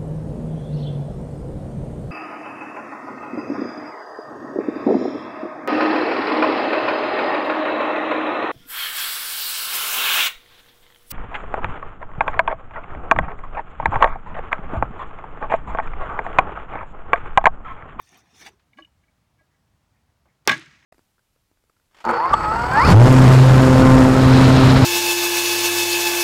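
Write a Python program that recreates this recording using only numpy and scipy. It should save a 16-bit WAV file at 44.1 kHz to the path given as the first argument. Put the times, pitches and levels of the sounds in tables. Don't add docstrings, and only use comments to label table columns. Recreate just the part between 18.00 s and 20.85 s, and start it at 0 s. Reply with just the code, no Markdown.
import sys
import numpy as np
from scipy import signal
from scipy.fft import rfft, irfft
from scipy.io import wavfile
from scipy.ndimage import uniform_filter1d

SR = 44100
rng = np.random.default_rng(int(sys.argv[2]) if len(sys.argv) > 2 else 0)


def unload_wav(signal):
    wavfile.write(
        sys.argv[1],
        SR,
        np.round(np.clip(np.atleast_2d(signal).T, -1, 1) * 32767).astype(np.int16),
    )


def volts_from_db(level):
    exponent = np.asarray(level, float) / 20
    return 10 ** exponent


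N = 125685
TIME = np.arange(N) / SR
SILENT_DB = -110


def read(points, hz):
    f, value = np.transpose(points)
    return np.interp(np.log(hz + 1), np.log(f + 1), value)


def evened(x):
    return x / np.sqrt(np.mean(x ** 2) + 1e-20)


def add(mix, s, sound):
    part = mix[round(s * SR):][:len(sound)]
    part += sound[:len(part)]


def high_pass(x, order, hz):
    return signal.sosfilt(signal.butter(order, hz, "high", fs=SR, output="sos"), x)


def noise(shape_db, size, patchy_db, flicker_db):
    frames = 4 * N // size + 5
    hz = np.fft.rfftfreq(size, 1 / SR)[:, None]
    real, imag, patches = rng.standard_normal((frames, len(hz), 3)).T
    patches = uniform_filter1d(uniform_filter1d(patches, size=3, axis=0), size=9, axis=1)
    patches = evened(patches)
    flicker = evened(uniform_filter1d(rng.standard_normal(frames), size=3))
    gain = volts_from_db(shape_db(hz, np.arange(frames) * size / 4 / SR) + 0 * patches)
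    gain = gain / np.sqrt((gain ** 2).mean(0))
    gain = gain * volts_from_db(patchy_db * patches + flicker_db * flicker)
    sound = signal.istft((real + 1j * imag) * gain, nperseg=size, noverlap=3 * size // 4)[1]
    return evened(sound[:N])


def puff(db, hz, t60, narrow_db, rise):
    t, f = np.arange(8192) / SR, np.fft.rfftfreq(8192, 1 / SR)
    band = volts_from_db(-narrow_db * np.log2((f + 1) / hz) ** 2)
    hiss = evened(irfft(rfft(rng.standard_normal(8192)) * band))
    return hiss * volts_from_db(db - 60 * t / t60) * np.minimum(t / (rise + 1e-4), 1)


def ring(modes, gain_db, contact_ms, share, bend):
    hz, db, t60 = np.transpose(modes)[..., None]
    t = np.arange(SR // 4) / SR
    detune, phase, mate_detune, mate_phase = rng.random((4, len(modes), 1))
    decay_db = 60 * (t / np.maximum(share * t60, .003)) ** bend
    onset = 1 - np.exp(-t / (contact_ms / 1000 + 1e-4))
    fade = volts_from_db(db + gain_db(hz) - decay_db) * onset
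    main_hz = hz * (1 + 0.0095 * (detune - .5))
    mate_hz = hz * (1 + 2 * 0.0335 * (2 * mate_detune - 1))
    main = np.sin(2 * np.pi * (main_hz * t + phase))
    mate = np.sin(2 * np.pi * (mate_hz * t + mate_phase))
    return (fade * (main + volts_from_db(-8) * mate)).sum(0)


# f/Hz, level/dB, t60/s
BAT_MODES = [(412, -6.5, 0.023), (842, -5.5, 0.036), (1175, -7, 0.05), (1576, -2.5, 0.076),
             (2100, -1, 0.0478), (2464, -0.5, 0.023), (3560, 2.5, 0.014), (4760, -22.5, 0.0092),
             (5280, -2.5, 0.00693), (6000, -10.5, 0.0056), (7170, -14, 0.012), (8300, -12, 0.012),
             (10670, -25.5, 0.0033), (13600, -23.5, 0.0079)]
# t/s, shell level/dB, crack level/dB, tilt/dB per octave
BLOWS = [
    (2.4751, -13.5, 3.5, -3),
    (2.481, -18.5, -24, -3.5),
    (2.4938, -13, -23, 0.5),
    (2.4974, -21, -17.5, 2.5),
    (2.514, -27.5, -27.5, -4.5),
    (2.5182, -22, -26.5, 2.5),
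    (2.528, -35, -35, 2),
]
# f/Hz, level/dB
CRACK_COLOUR = [(200, -44), (600, -24.5), (1500, -19), (3900, -10), (5800, 8), (7500, -5.5), (10500, -14),
                (13500, -10.5), (16500, -17)]


def bat():
    out, t = np.zeros(N), np.arange(2048) / SR
    colour_db = read(CRACK_COLOUR, np.abs(np.fft.fftfreq(2048, 1 / SR)))
    snap = np.fft.ifft(np.exp(np.conj(signal.hilbert(np.log(volts_from_db(colour_db)))))).real
    snap = snap[:400] / np.linalg.norm(snap) / 2
    crack_t60, snap_db = .0055, 15
    for s, shell_db, crack_db, tilt in BLOWS:
        shell_gain = lambda f: shell_db + tilt * np.log2(f / 2000)
        add(out, s, ring(BAT_MODES, shell_gain, contact_ms=0.23, share=0.85, bend=0.99))
        hiss = evened(irfft(rfft(rng.standard_normal(2048)) * volts_from_db(colour_db[:1025])))
        add(out, s, hiss * volts_from_db(crack_db - 6 - 60 * t / crack_t60) * np.minimum(t / 0.0005, 1))
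        add(out, s + .0003, volts_from_db(crack_db + snap_db) * snap)
    return out


# f/Hz, level/dB, t60/s
POLE_MODES = [(143.5, -7, 0.068), (318, -1.5, 0.074), (621, -1, 0.093), (781, -7, 0.063),
              (1122, -0.5, 0.074), (1650, -3.5, 0.073), (1979, -7, 0.072), (2242, 2, 0.048),
              (2418, -8.5, 0.04), (2920, 0.5, 0.037), (3640, -3, 0.031), (4255, -3, 0.033),
              (5140, 0, 0.017), (6400, 0, 0.05)]
# t/s, level/dB, best excited f/Hz, spread/octaves, share of free ring time
KNOCKS = [(0.411, -53, 900, 0.55, 1), (.462, -40.5, 2300, .6, 0.79), (.488, -49, 2200, 0.56, 0.32),
          (0.731, -52, 2520, 0.46, 0.55), (0.772, -51, 2100, 0.64, 0.66), (0.7848, -38, 1390, 0.98, .5),
          (0.799, -42.5, 310, 0.58, 0.99), (.797, -55.5, 3860, 0.53, 0.74), (0.804, -52, 1900, 0.71, 0.4),
          (0.822, -40, 2920, 0.18, 0.74), (.836, -49.5, 1600, 0.27, 0.26), (.847, -38.5, 2900, 0.23, 0.44),
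          (1.035, -66, 2110, 0.7, 0.67), (1.0794, -65, 2100, 0.36, 0.8), (1.387, -58, 1600, 0.34, 1.8),
          (1.407, -60, 655, 1.1, 0.64), (1.543, -65, 1930, 0.22, 0.7), (2.477, -20, 1800, 0.9, 0.81),
          (2.4935, -5.5, 2100, 0.83, 0.28), (2.504, -23, 1470, 1.17, 0.83), (2.514, -26.5, 2850, 0.82, 1.2),
          (2.52, -14.5, 1650, 0.14, 0.91), (2.538, -24, 1650, 0.31, .5), (2.552, -38, 2000, 0.31, .6),
          (2.531, -36.5, 318, 0.28, 1.82), (2.559, -32, 159, 0.6, 1.03), (2.585, -38, 250, 0.71, 0.81),
          (2.616, -48, 330, .4, 0.79), (2.657, -47.5, 1900, 0.46, .6), (2.672, -45, 130, 0.48, 1.3),
          (2.706, -51, 1800, 0.2, 1.4), (2.745, -51, 2000, .3, 0.41),]


def pole():
    out, t = np.zeros(N), np.arange(600) / SR
    for s, db, hz, spread, share in KNOCKS:
        chatter = rng.standard_normal(600) * np.exp(-t / .004) * .025
        chatter[0] = 1
        place_gain = lambda f: db - 6 * (np.log2(f / hz) / spread) ** 2
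        wood = ring(POLE_MODES, place_gain, contact_ms=3.44, share=share, bend=1.64)
        add(out, s, signal.fftconvolve(wood, chatter))
    return out


# t/s, level/dB
JUDDER = [
    (2.49, -30.5),
    (2.528, -33.5),
    (2.56, -46.5),
    (2.6, -63),
    (2.64, -60.5),
    (2.68, -61),
    (2.72, -61.5),
    (2.78, -70),
    (2.85, -66),
]
# f/Hz, level/dB
JUDDER_REACH = [(100, 9), (330, 2.5), (650, -12), (1100, -3.5), (1900, 3), (3000, -5), (6500, -7)]


def judder():
    s, db = np.transpose(JUDDER)
    jolts_per_s = 900
    jolts = rng.standard_normal(N) * volts_from_db(2.37 * rng.exponential(1, N))
    jolts = jolts * (rng.random(N) < jolts_per_s / SR)
    body = ring(POLE_MODES, lambda f: read(JUDDER_REACH, f), contact_ms=0.55, share=0.61, bend=0.88)
    level = volts_from_db(np.interp(TIME, s, db, left=SILENT_DB))
    return signal.fftconvolve(evened(jolts) * level, body / np.linalg.norm(body))[:N]


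# start t/s, length/s, level/dB, from f/Hz, to f/Hz
ROCK = (.755, .065, -51, 150, 315)


def rock():
    s, length, db, low_hz, top_hz = ROCK
    out, u = np.zeros(N), np.arange(0, 1, 1 / (SR * length))
    hz = low_hz + (top_hz - low_hz) * np.minimum(u / 0.553, 1)
    add(out, s, volts_from_db(db) * np.sin(np.pi * u) * np.sin(2 * np.pi * np.cumsum(hz) / SR))
    return out


# t/s, level/dB
SPILL = [
    (2.477, -11),
    (2.499, -25),
    (2.529, -30),
    (2.559, -38),
    (2.6, -44.5),
    (2.661, -51),
    (2.69, -56),
    (2.72, -54.5),
    (2.85, -63),
]
# f/Hz, level/dB
RATTLE_COLOUR = [(35, -59), (90, -34.5), (150, -8), (400, -13), (700, -14), (1100, -5), (3580, -10.5),
                 (16000, -52)]
# f/Hz, level/dB
SOIL_COLOUR = [(50, -13.5), (100, -1.5), (320, -8), (720, -26), (1200, -9), (1850, 1), (3500, -9),
               (6500, -14.5)]


def spill():
    s, db = np.transpose(SPILL)
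    settle_s, dull_hz, dull_db_per_octave = 0.12, 6500, -29.5

    def colour(hz, t):
        late = 1 - np.exp(-np.maximum(t - s[0], 0) / settle_s)
        soil = read(SOIL_COLOUR, hz) + dull_db_per_octave * np.log2(np.maximum(hz / dull_hz, 1))
        return read(RATTLE_COLOUR, hz) * (1 - late) + soil * late

    dirt = noise(colour, size=512, patchy_db=1.5, flicker_db=1.5)
    return dirt * volts_from_db(-2 + np.interp(TIME, s, db, left=SILENT_DB))


# t/s, level/dB, tilt/dB per octave
SLIDE = [(0, -63, 0), (.06, -62.5, 4.5), (.11, -59, -0.5), (.155, -53.5, -2), (0.203, -59.5, 1.5),
         (.225, -67, -2), (.27, -64, -1.5), (.33, -63.5, -1), (0.359, -55.5, 1.5), (0.4, -52, 2.5),
         (0.419, -46, 0.5), (0.448, -50, -0.5), (0.467, -43, 1.5), (0.489, -47, -0.5), (0.5, -60.5, -0.5),
         (0.551, -70.5, -3.5)]
# f/Hz, level/dB
RUB_COLOUR = [(71, -34), (120, -22), (184, 3), (427, -7.5), (503, -23.5), (1030, -7.5), (2290, -3.5),
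              (5990, -14.5), (16000, -29)]
# f/Hz, width/Hz, level/dB
RUB_PEAKS = [(397, 67, 8), (739, 110, 17.5), (1067, 72, 8.5), (1800, 87, 8), (2350, 280, 2),
             (3600, 97, 9.5), (4530, 230, 1), (5900, 840, 10.5), (9000, 490, 5.5)]


def slide():
    s, db, tilt = np.transpose(SLIDE)

    def colour(hz, t):
        peaks = sum(d * np.exp(-((hz - f) / w) ** 2) for f, w, d in RUB_PEAKS)
        lean = np.interp(t, s, tilt) * np.log2(hz / 2000 + 0.025)
        return read(RUB_COLOUR, hz) + peaks + lean

    rub = noise(colour, size=512, patchy_db=4.0, flicker_db=1.03)
    grain = evened(uniform_filter1d(rng.standard_normal(N), size=70))
    return rub * volts_from_db(-0.17 * grain + np.interp(TIME, s, db, right=SILENT_DB))


# t/s, level/dB, f/Hz
TICKS = [(.008, -74, 9000), (0.016, -50, 13000), (0.023, -48, 13100), (.041, -74, 13000),
         (0.091, -46.5, 6500), (.119, -56, 12000), (0.144, -48, 6000), (.174, -47, 13300),
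         (.183, -54, 14000), (.41, -52, 6200), (.489, -48, 8000), (.85, -59, 9000), (2.54, -40, 8060),
         (2.556, -43, 7000), (2.568, -47.5, 7960), (2.578, -37.5, 6900), (2.595, -39, 7000),
         (2.66, -47.5, 6000), (2.726, -52, 5070)]


def grit():
    out = np.zeros(N)
    for s, db, hz in TICKS:
        add(out, s, puff(db, hz, t60=0.011, narrow_db=26, rise=0.0015))
    return out


# t/s, level/dB, f/Hz, t60/s, rise/s
SCUFFS = [
    (0.594, -61.5, 1280, 0.088, 0.0033),
    (0.766, -63.5, 2440, 0.27, 0.015),
    (0.786, -48.5, 540, 0.081, 0.0023),
    (2.255, -60, 514, 0.13, 0.002),
    (2.4516, -54.5, 2100, 0.06, .002),
    (2.462, -47, 505, 0.27, .004),
]


def scuffs():
    out = np.zeros(N)
    for s, db, hz, t60, rise in SCUFFS:
        add(out, s, puff(db, hz, t60, 3.4, rise))
    return out


# t/s, level/dB, f/Hz, t60/s, rise/s
TOUCHES = [
    (.5, -59, 395, 0.21, 0.0056),
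    (.873, -67.5, 900, 0.056, 0.0032),
    (1.5, -73, 1850, .25, .02),
    (1.81, -78, 2150, 0.13, .01),
    (1.93, -71.5, 1900, .3, 0.026),
    (1.96, -73, 2350, .15, .01),
    (2.09, -72, 2000, .15, 0.0081),
    (2.275, -68, 2050, 0.24, 0.013),
    (2.81, -64, 944, 0.16, .01),
    (2.82, -59.5, 1980, 0.19, .01),
]


def touches():
    out = np.zeros(N)
    for s, db, hz, t60, rise in TOUCHES:
        add(out, s, puff(db, hz, t60, 220, rise))
    return out


def yard(x):
    t60 = 0.19
    taps = np.zeros(SR // 2)
    at = np.arange(200, len(taps) - 20, 20)
    taps[at + rng.integers(0, 20, len(at))] = rng.choice([-1., 1.], len(at))
    taps = taps * volts_from_db(-60 * np.arange(len(taps)) / SR / t60)
    taps = signal.lfilter([1], [1, -.4], taps)
    return signal.fftconvolve(x, taps / np.linalg.norm(taps))[:N]


# f/Hz, level/dB
AIR_COLOUR = [(20, -21.5), (60, 0.5), (160, -5.5), (400, -20), (850, -17.5), (2700, -26.5), (6000, -30.5),
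              (15500, -39)]


def air():
    return volts_from_db(-66.5) * noise(lambda hz, t: read(AIR_COLOUR, hz), size=2048, patchy_db=1.2, flicker_db=0)


def scene():
    hits = high_pass(bat() + pole() + judder(), 2, 96) + rock()
    echoes = volts_from_db(-21) * yard(hits)
    small = grit() + scuffs() + touches()
    return (hits + echoes + spill() + slide() + small + air())[None]


def band_limit(x):
    return signal.sosfilt(signal.butter(12, 17130, fs=SR, output="sos"), x)


def record(dry):
    ceiling = 1.1
    x = high_pass(dry, 3, 39.6)
    return band_limit(ceiling * np.tanh(x / ceiling))


dry = scene()
out = record(dry)
unload_wav(out)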